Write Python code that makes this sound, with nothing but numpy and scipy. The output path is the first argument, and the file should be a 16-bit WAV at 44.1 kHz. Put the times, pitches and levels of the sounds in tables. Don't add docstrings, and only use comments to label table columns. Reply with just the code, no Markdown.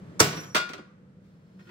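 import sys
import numpy as np
from scipy import signal
from scipy.fft import irfft
from scipy.io import wavfile
from scipy.ndimage import uniform_filter1d

SR = 44100
rng = np.random.default_rng(int(sys.argv[2]) if len(sys.argv) > 2 else 0)


def dump_mix(stems):
    frames = np.atleast_2d(stems).T
    limited = np.clip(frames, -1, 1)
    pcm = np.round(limited * 32767).astype(np.int16)
    wavfile.write(sys.argv[1], SR, pcm)


N = 74970
TIME = np.arange(N) / SR
BAND_CENTRES_HZ = 31.25 * 2 ** (np.arange(19) / 2)
RING_SIZE = 2 ** 15

# (frequency [Hz], level per octave [dB])
AMBIENCE = [(30, -64.5), (80, -61.5), (170, -53.5), (300, -65), (480, -62), (750, -74.5), (1400, -70),
            (3000, -79), (6000, -82.5), (10000, -88), (15000, -98.5)]
# (time [s], level [dB])
AMBIENCE_LEVEL = [(0, 8.5), (.19, 9.5), (.45, 3.5), (.9, -2), (1.7, -1)]
# (frequency [Hz], level [dB])
DRONE = [(160, -64.5), (190, -57.5), (495, -71)]
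DRONE_WIDTH_HZ = 9
# (frequency [Hz], level per octave [dB])
SHUFFLE = [(100, -100), (1500, -82), (4800, -79), (9000, -88), (14000, -87)]
# (time [s], level [dB])
SHUFFLE_LEVEL = [(0, -21), (.15, -13), (.3, -20.5), (1.19, -18), (1.25, 1), (1.4, -4.5), (1.57, -0.5),
                 (1.61, 4), (1.7, 8.5)]
# (frequency [Hz], likeness [0-1])
LIKENESS = [(100, 0.95), (250, 0.92), (600, 0.6), (2000, 0.1), (12000, .3)]
RIGHT_LAG_S = .00025

# (time [s], level [dB], rise [s], dull above [Hz])
CRACK_SWELL = [(0.1932, -6, 0.0072, 7000), (0.198, 0.5, .004, 9000), (0.2023, -1, .0004, 20000)]
HIT_S = CRACK_SWELL[-1][0]
# (time [s], level [dB], level of its boom [dB])
SLAPS = [(0.219, -3.5, -34.5), (0.267, -10.5, -26), (.322, -6, -33), (.366, -6.5, -30.5), (.43, -14.5, -36)]
SLAP_FIRST_HZ, SLAP_LAST_HZ, SLAP_T60_S = 166, 128, 0.2
# (frequency [Hz], level per octave [dB], t60 [s])
CRACK = [(40, -31, .1), (150, -24, .06), (350, -20.5, 0.014), (750, -13, 0.032), (1407, -7.5, .04),
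         (2800, -21, .04), (6500, -1.5, .035), (10300, -16.5, 0.038), (15000, -19, .04)]
CLANG = [(40, -44.5, .15), (90, -32.5, 0.18), (171, -31.5, 0.4), (354, -34, .4), (700, -26, .35),
         (1200, -20, 0.17), (2800, -24, 0.36), (4200, -26, 0.3), (7000, -14, 0.16), (10600, -34, 0.27),
         (14000, -24, 0.24)]
SLAP = [(40, -57.5, .15), (87, -39.5, 0.45), (160, -36, 0.4), (350, -32, 0.16), (700, -34, .2),
        (1500, -36, 0.33), (4000, -34, 0.14), (12000, -57, .15)]
CLATTER = [(60, -58.5, .15), (201.4, -46, 0.12), (400, -38.5, 0.26), (730, -34, 0.19), (1346, -20.5, 0.17),
           (2640, -27, 0.19), (5000, -26.5, 0.21), (8040, -29, 0.17), (10900, -37, 0.11), (15000, -24, 0.1)]
THUD = [(40.1, -76.5, .2), (110.9, -52.5, 0.11), (172, -34.5, 0.17), (357, -33.5, 0.17), (559, -34.5, 0.1),
        (1185, -42, 0.12), (8000, -85, .1)]
TICK = [(101, -68.5, 0.046), (1030, -25, 0.086), (4800, -25, 0.11), (7840, -31, 0.027),
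        (14800, -52.5, 0.017)]
SLEDGE_RISE_S, SLAP_RISE_S, THUD_RISE_S = 0.00017, 0.0062, 0.004
MODE_SPACING_HZ, MODE_SCATTER_DB = 19, 5.5
BEND_LAG_S = 0.0011
# (first pitch [Hz], last pitch [Hz], level [dB], t60 [s])
BOOMS = [(453.4, 368, -20, 0.24), (335, 285, -30.5, 0.36), (118, 95, -15, 0.097), (180, 150, -16.5, .085),
         (560, 515, -24, .08)]
SAG_S, BOOM_DELAY_S = 0.065, .005
# (time [s], first pitch [Hz], last pitch [Hz], sweep [s], level [dB], time to its peak [s])
WHUMPS = [(0.2024, 720, 170, 0.0083, -12.5, 0.0067), (0.5462, 680, 197, 0.005, -25, .007)]
HOLLOW_HZ, HOLLOW_Q, HOLLOW_DEPTH = 826, 8.6, .6

PLATE_HZ = [143, 184, 353, 639, 730, 808, 1110, 1421, 1484, 1722, 1960, 2288, 2420, 2789, 3365, 3558, 3938,
            4266, 4762, 5195]
# (level under the sledge [dB], level under the block [dB], t60 [s], left over right [dB])
PLATE_MODES = [(-31.5, -45.5, 0.39, -2.5), (-26.5, -43.5, 0.19, -5), (-46.5, -43.5, .45, 0),
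               (-27, -38.5, 0.25, -4.5), (-30.5, -48.5, .25, 1.5), (-33.5, -52.5, .25, 0.5),
               (-29, -41.5, 0.3, 5), (-44, -25.5, 0.47, 9.5), (-32, -41.5, 0.6, 4.5),
               (-37.5, -38.5, 0.35, 2.5), (-36.5, -41, .33, 0), (-34.5, -42, .33, -1), (-45, -35, 0.42, 1),
               (-37.5, -38.5, 0.33, -3), (-44, -33.5, .22, 1.5), (-43, -38, 0.28, -3), (-37, -58.5, .42, 3),
               (-42, -41, .28, -0.5), (-46, -37.5, 0.3, -3.5), (-46, -43.5, .25, 0)]
FAST_FADE_S, FAST_FADE_DB_PER_S = 0.64, 53

BLOCK_HZ = [5669, 6790, 7036, 10940, 14380]
# (level [dB], t60 in the air [s], left over right [dB], time facing the microphone [s])
BLOCK_MODES = [(-36, 1.05, -2, .38), (-39, .8, 2, .45), (-50, .7, 3, .42), (-54, 1.05, 4, .39),
               (-48, 1.2, -2, .41)]
SPIN_HZ, SPIN_DB, GRIP_T60_S = 2.6, 4, 0.25
SPIN_SWING_HZ = 10
FLUTTER_HZ, FLUTTER_DB = 20, 3

# (time [s], clatter level [dB], dull above [Hz], rise [s],
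# level fed to the clear modes [dB], tick level [dB])
TOUCHES = [(.5465, -2.5, 9000, 0.0012, -10.5, -2.5), (.553, 2.5, 3100, 0.00098, -1, -7),
           (.564, -6, 14400, 0.0032, -5.5, -0.5), (.600, -12.5, 4870, 0.0073, -6.5, -16),
           (.690, -23.5, 8650, 0.0025, -20, -20.5), (.733, -20.5, 4000, 0.003, -35, -16),
           (.779, -25.5, 1800, 0.007, -18, -32)]
# (time [s], level [dB])
THUDS = [(0.551, -3.5), (0.6, -13), (0.693, -7.5), (.738, -7.5), (0.783, -8.5)]
# (first pitch [Hz], last pitch [Hz], level [dB], t60 [s])
KNOCK = [(211.5, 195, -31, .09), (588, 660, -30, 0.13)]
BLOCK_MODE_SHARE, SPARSE_ABOVE_HZ = 0.49, 1500

# (frequency [Hz], level [dB])
SQUEAKS = [(3090, -85), (4264, -77.5), (5200, -78)]
SQUEAK_WIDTH_HZ = 22
# (time [s], level [dB])
SLIDE_LEVEL = [(1.2, -39.5), (1.3, -16), (1.58, -12.5), (1.6, 0), (1.65, -3), (1.7, -5.5)]
# (time [s], clink level [dB], clink dull above [Hz], clatter level [dB])
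CATCHES = [(1.591, 1, 9000, -32), (1.605, 1, 2000, -38), (1.653, -3, 6000, -40), (1.670, 8, 2000, -33),
           (1.690, 11, 5000, -28)]
CATCH_RISE_S, CATCH_DULL_HZ = .003, 1700
# (frequency [Hz], level [dB], t60 [s])
CLINK = [(355, -61, .4), (1421, -63, .3), (1805, -71, .15), (1884, -67, .18), (2606, -68, .15),
         (3090, -68, .1), (3400, -73, .1), (4260, -74, .25)]

# (frequency [Hz], level [dB], t60 [s])
YARD = [(60, -28, .65), (302, -20, .65), (1380, -18, .72), (4000, -18.5, 0.46), (8000, -27, 0.62),
        (15000, -27, .35)]
YARD_BUILD_S = .04
LOW_CUT_HZ, CUTOFF_HZ = 91, 15700


def amp(db):
    return 10 ** (np.asarray(db) / 20)


def at_hz(table, hz):
    table_hz, *columns = np.transpose(table)
    return [np.interp(np.log(hz), np.log(table_hz), column) for column in columns]


def level_curve(table):
    return amp(np.interp(TIME, *np.transpose(table)))


def add(out, s, x):
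    start = int(s * SR)
    out[:, start:start + x.shape[1]] += x[:, :N - start]


def panned(db):
    return amp(np.array([[db], [-db]]) / 2)


def bands(size, weight=1):
    hz = np.arange(size // 2 + 1) * SR / size + 1e-3
    alike = np.clip(at_hz(LIKENESS, hz)[0], 0, 1)
    octave = np.log2(hz)
    mid, side = np.exp(2j * np.pi * rng.random((2, len(hz))))
    both = weight * (np.sqrt(1 + alike) * mid + np.sqrt(1 - alike) * side * [[1], [-1]])
    both[1] *= np.exp(-2j * np.pi * hz * RIGHT_LAG_S)
    for centre in BAND_CENTRES_HZ:
        triangle = np.maximum(1 - 2 * abs(octave - np.log2(centre)), 0)
        x = irfft(both * triangle, size)
        yield centre, x / np.sqrt(3 * np.mean(x ** 2) + 1e-20)


def noise_bed(spectrum, level):
    coloured = sum(amp(at_hz(spectrum, hz)[0]) * x for hz, x in bands(N))
    return level_curve(level) * coloured


def wavering(tones, width_hz):
    out = 0
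    grid = np.arange(N // 2 + 1) * SR / N
    for hz, db in tones:
        random_phase = np.exp(2j * np.pi * rng.random(len(grid)))
        x = irfft(random_phase / (1 + ((grid - hz) / width_hz) ** 2), N)
        out = out + amp(db) * x / x.std()
    return out


def background():
    rumble = noise_bed(AMBIENCE, AMBIENCE_LEVEL)
    shuffle = noise_bed(SHUFFLE, SHUFFLE_LEVEL)
    return rumble + shuffle + wavering(DRONE, DRONE_WIDTH_HZ)


def crowd(mode_hz, table, rise_s, dull_hz=SR):
    t = np.arange(RING_SIZE) / SR
    weight = np.full(RING_SIZE // 2 + 1, .02)
    mode_bins = np.clip(mode_hz * RING_SIZE / SR, 0, RING_SIZE // 2).astype(int)
    weight[mode_bins] = amp(rng.normal(0, MODE_SCATTER_DB, len(mode_hz)))
    out = 0
    for hz, x in bands(RING_SIZE, weight):
        db, t60 = at_hz(table, hz)
        lag = BEND_LAG_S * np.sqrt(10 ** 3 / hz)
        age = np.maximum(t - lag, 0)
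        rise = np.minimum(age / (rise_s + lag / 2), 1)
        envelope = rise * amp(db - 60 * age / t60)
        out = out + x * envelope / np.hypot(1, hz / dull_hz)
    return out


def glide(first_hz, last_hz, glide_s):
    hz = last_hz + (first_hz - last_hz) * np.exp(-TIME / glide_s)
    return np.sin(2 * np.pi * np.cumsum(hz)[None] / SR)


def boom(first_hz, last_hz, db, t60):
    rise = np.minimum(TIME * first_hz, 1)
    return amp(db - 60 * TIME / t60) * rise * glide(first_hz, last_hz, SAG_S)


def sledge(mode_hz):
    out = np.zeros((2, N))
    for s, db, rise_s, dull_hz in CRACK_SWELL:
        add(out, s, amp(db) * crowd(mode_hz, CRACK, rise_s, dull_hz))
    add(out, HIT_S, crowd(mode_hz, CLANG, SLEDGE_RISE_S))
    for row in BOOMS:
        add(out, HIT_S + BOOM_DELAY_S, boom(*row))
    for s, db, boom_db in SLAPS:
        add(out, s, amp(db) * crowd(mode_hz, SLAP, SLAP_RISE_S))
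        add(out, s, boom(SLAP_FIRST_HZ, SLAP_LAST_HZ, boom_db, SLAP_T60_S))
    return out


def whumps():
    out = np.zeros((2, N))
    for s, first_hz, last_hz, sweep_s, db, peak_s in WHUMPS:
        age = (TIME / peak_s) ** 2
        swell = age * np.exp(1 - np.minimum(age, 10 ** 2))
        add(out, s, amp(db) * swell * glide(first_hz, last_hz, sweep_s))
    return out


def hollow(x):
    b, a = signal.iirpeak(HOLLOW_HZ, HOLLOW_Q, fs=SR)
    return x - np.clip(HOLLOW_DEPTH, 0, 1) * signal.lfilter(b, a, x)


def mode(hz, db, t60, pan_db, swing=0):
    spread = np.sqrt(1 - np.clip(at_hz(LIKENESS, hz)[0], 0, 1))
    phase = swing + rng.uniform(0, 2 * np.pi) + spread * rng.normal(size=(2, 1))
    rise = np.minimum(TIME * hz / 2, 1)
    envelope = panned(pan_db) * amp(db - 60 * TIME / t60) * rise
    return envelope * np.sin(2 * np.pi * hz * TIME + phase)


def plate_ring():
    out, fed = np.zeros((2, N)), np.zeros(N)
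    for s, _, _, _, ring_db, _ in TOUCHES:
        fed[int(s * SR)] = amp(ring_db) ** 2
    for hz, (sledge_db, block_db, t60, pan_db) in zip(PLATE_HZ, PLATE_MODES):
        add(out, HIT_S, mode(hz, sledge_db, t60, pan_db))
        energy = signal.lfilter([1], [1, -amp(-120 / (t60 * SR))], fed)
        strength = np.sqrt(abs(uniform_filter1d(energy, size=64)))
        out += strength * mode(hz, block_db, np.inf, pan_db)
    return out * amp(-FAST_FADE_DB_PER_S * np.maximum(TIME - FAST_FADE_S, 0))


def flying_block():
    out = np.zeros((2, N))
    for hz, (db, t60, pan_db, facing_s) in zip(BLOCK_HZ, BLOCK_MODES):
        turn = 2 * np.pi * SPIN_HZ * (TIME + HIT_S - facing_s)
        swing = SPIN_SWING_HZ / SPIN_HZ * hz / 10 ** 4 * np.sin(turn)
        flutter_db = FLUTTER_DB * wavering([(FLUTTER_HZ, 0)], FLUTTER_HZ)
        swell_db = SPIN_DB * (np.cos(2 * turn) - 1 / 2)
        add(out, HIT_S, mode(hz, db, t60, pan_db, swing) * amp(swell_db + flutter_db))
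    landed_for = np.maximum(TIME - TOUCHES[0][0], 0)
    return out * amp(-60 * landed_for / GRIP_T60_S)


def landing_block(mode_hz):
    chosen = rng.random(len(mode_hz)) < BLOCK_MODE_SHARE
    woken = mode_hz[chosen | (mode_hz < SPARSE_ABOVE_HZ)]
    out = np.zeros((2, N))
    tick = crowd(mode_hz, TICK, SLEDGE_RISE_S)
    for s, db, dull_hz, rise_s, _, tick_db in TOUCHES:
        clatter = amp(db) * crowd(woken, CLATTER, rise_s, dull_hz)
        add(out, s, clatter + amp(tick_db) * tick)
    for s, db in THUDS:
        add(out, s, amp(db) * crowd(mode_hz, THUD, THUD_RISE_S))
    for row in KNOCK:
        add(out, TOUCHES[1][0], boom(*row))
    return out


def yard(x):
    response = 0
    for hz, noise in bands(N):
        db, t60 = at_hz(YARD, hz)
        tail = noise * np.minimum(TIME / YARD_BUILD_S, 1) * amp(-60 * TIME / t60)
        tail_energy = np.mean(np.sum(tail ** 2, axis=1))
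        response = response + amp(db) * tail * np.sqrt(hz / SR / tail_energy)
    return signal.fftconvolve(x, response, axes=1)[:, :N]


def sliding_block():
    return wavering(SQUEAKS, SQUEAK_WIDTH_HZ) * level_curve(SLIDE_LEVEL)


def nudged_block(mode_hz):
    out = np.zeros((2, N))
    for s, db, dull_hz, clatter_db in CATCHES:
        add(out, s, amp(clatter_db) * crowd(mode_hz, CLATTER, CATCH_RISE_S, CATCH_DULL_HZ))
        for hz, mode_db, t60 in CLINK:
            add(out, s, mode(hz, db + mode_db, t60, 0) / np.hypot(1, hz / dull_hz))
    return out


def scene():
    mode_hz = MODE_SPACING_HZ * (np.arange(1000) + 1 + rng.random(1000))
    contacts = sledge(mode_hz) + whumps() + landing_block(mode_hz) + nudged_block(mode_hz)
    impacts = hollow(contacts)
    ringing = plate_ring() + flying_block()
    return background() + impacts + yard(impacts) + ringing + sliding_block()


def record(dry):
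    low_cut = signal.butter(3, LOW_CUT_HZ, "high", fs=SR, output="sos")
    thin = signal.sosfilt(low_cut, dry)
    rounded = .95 * np.tanh(thin / .95)
    top_cut = signal.ellip(10, .2, 80, CUTOFF_HZ, fs=SR, output="sos")
    return signal.sosfilt(top_cut, rounded)


dry = scene()
out = record(dry)
dump_mix(out)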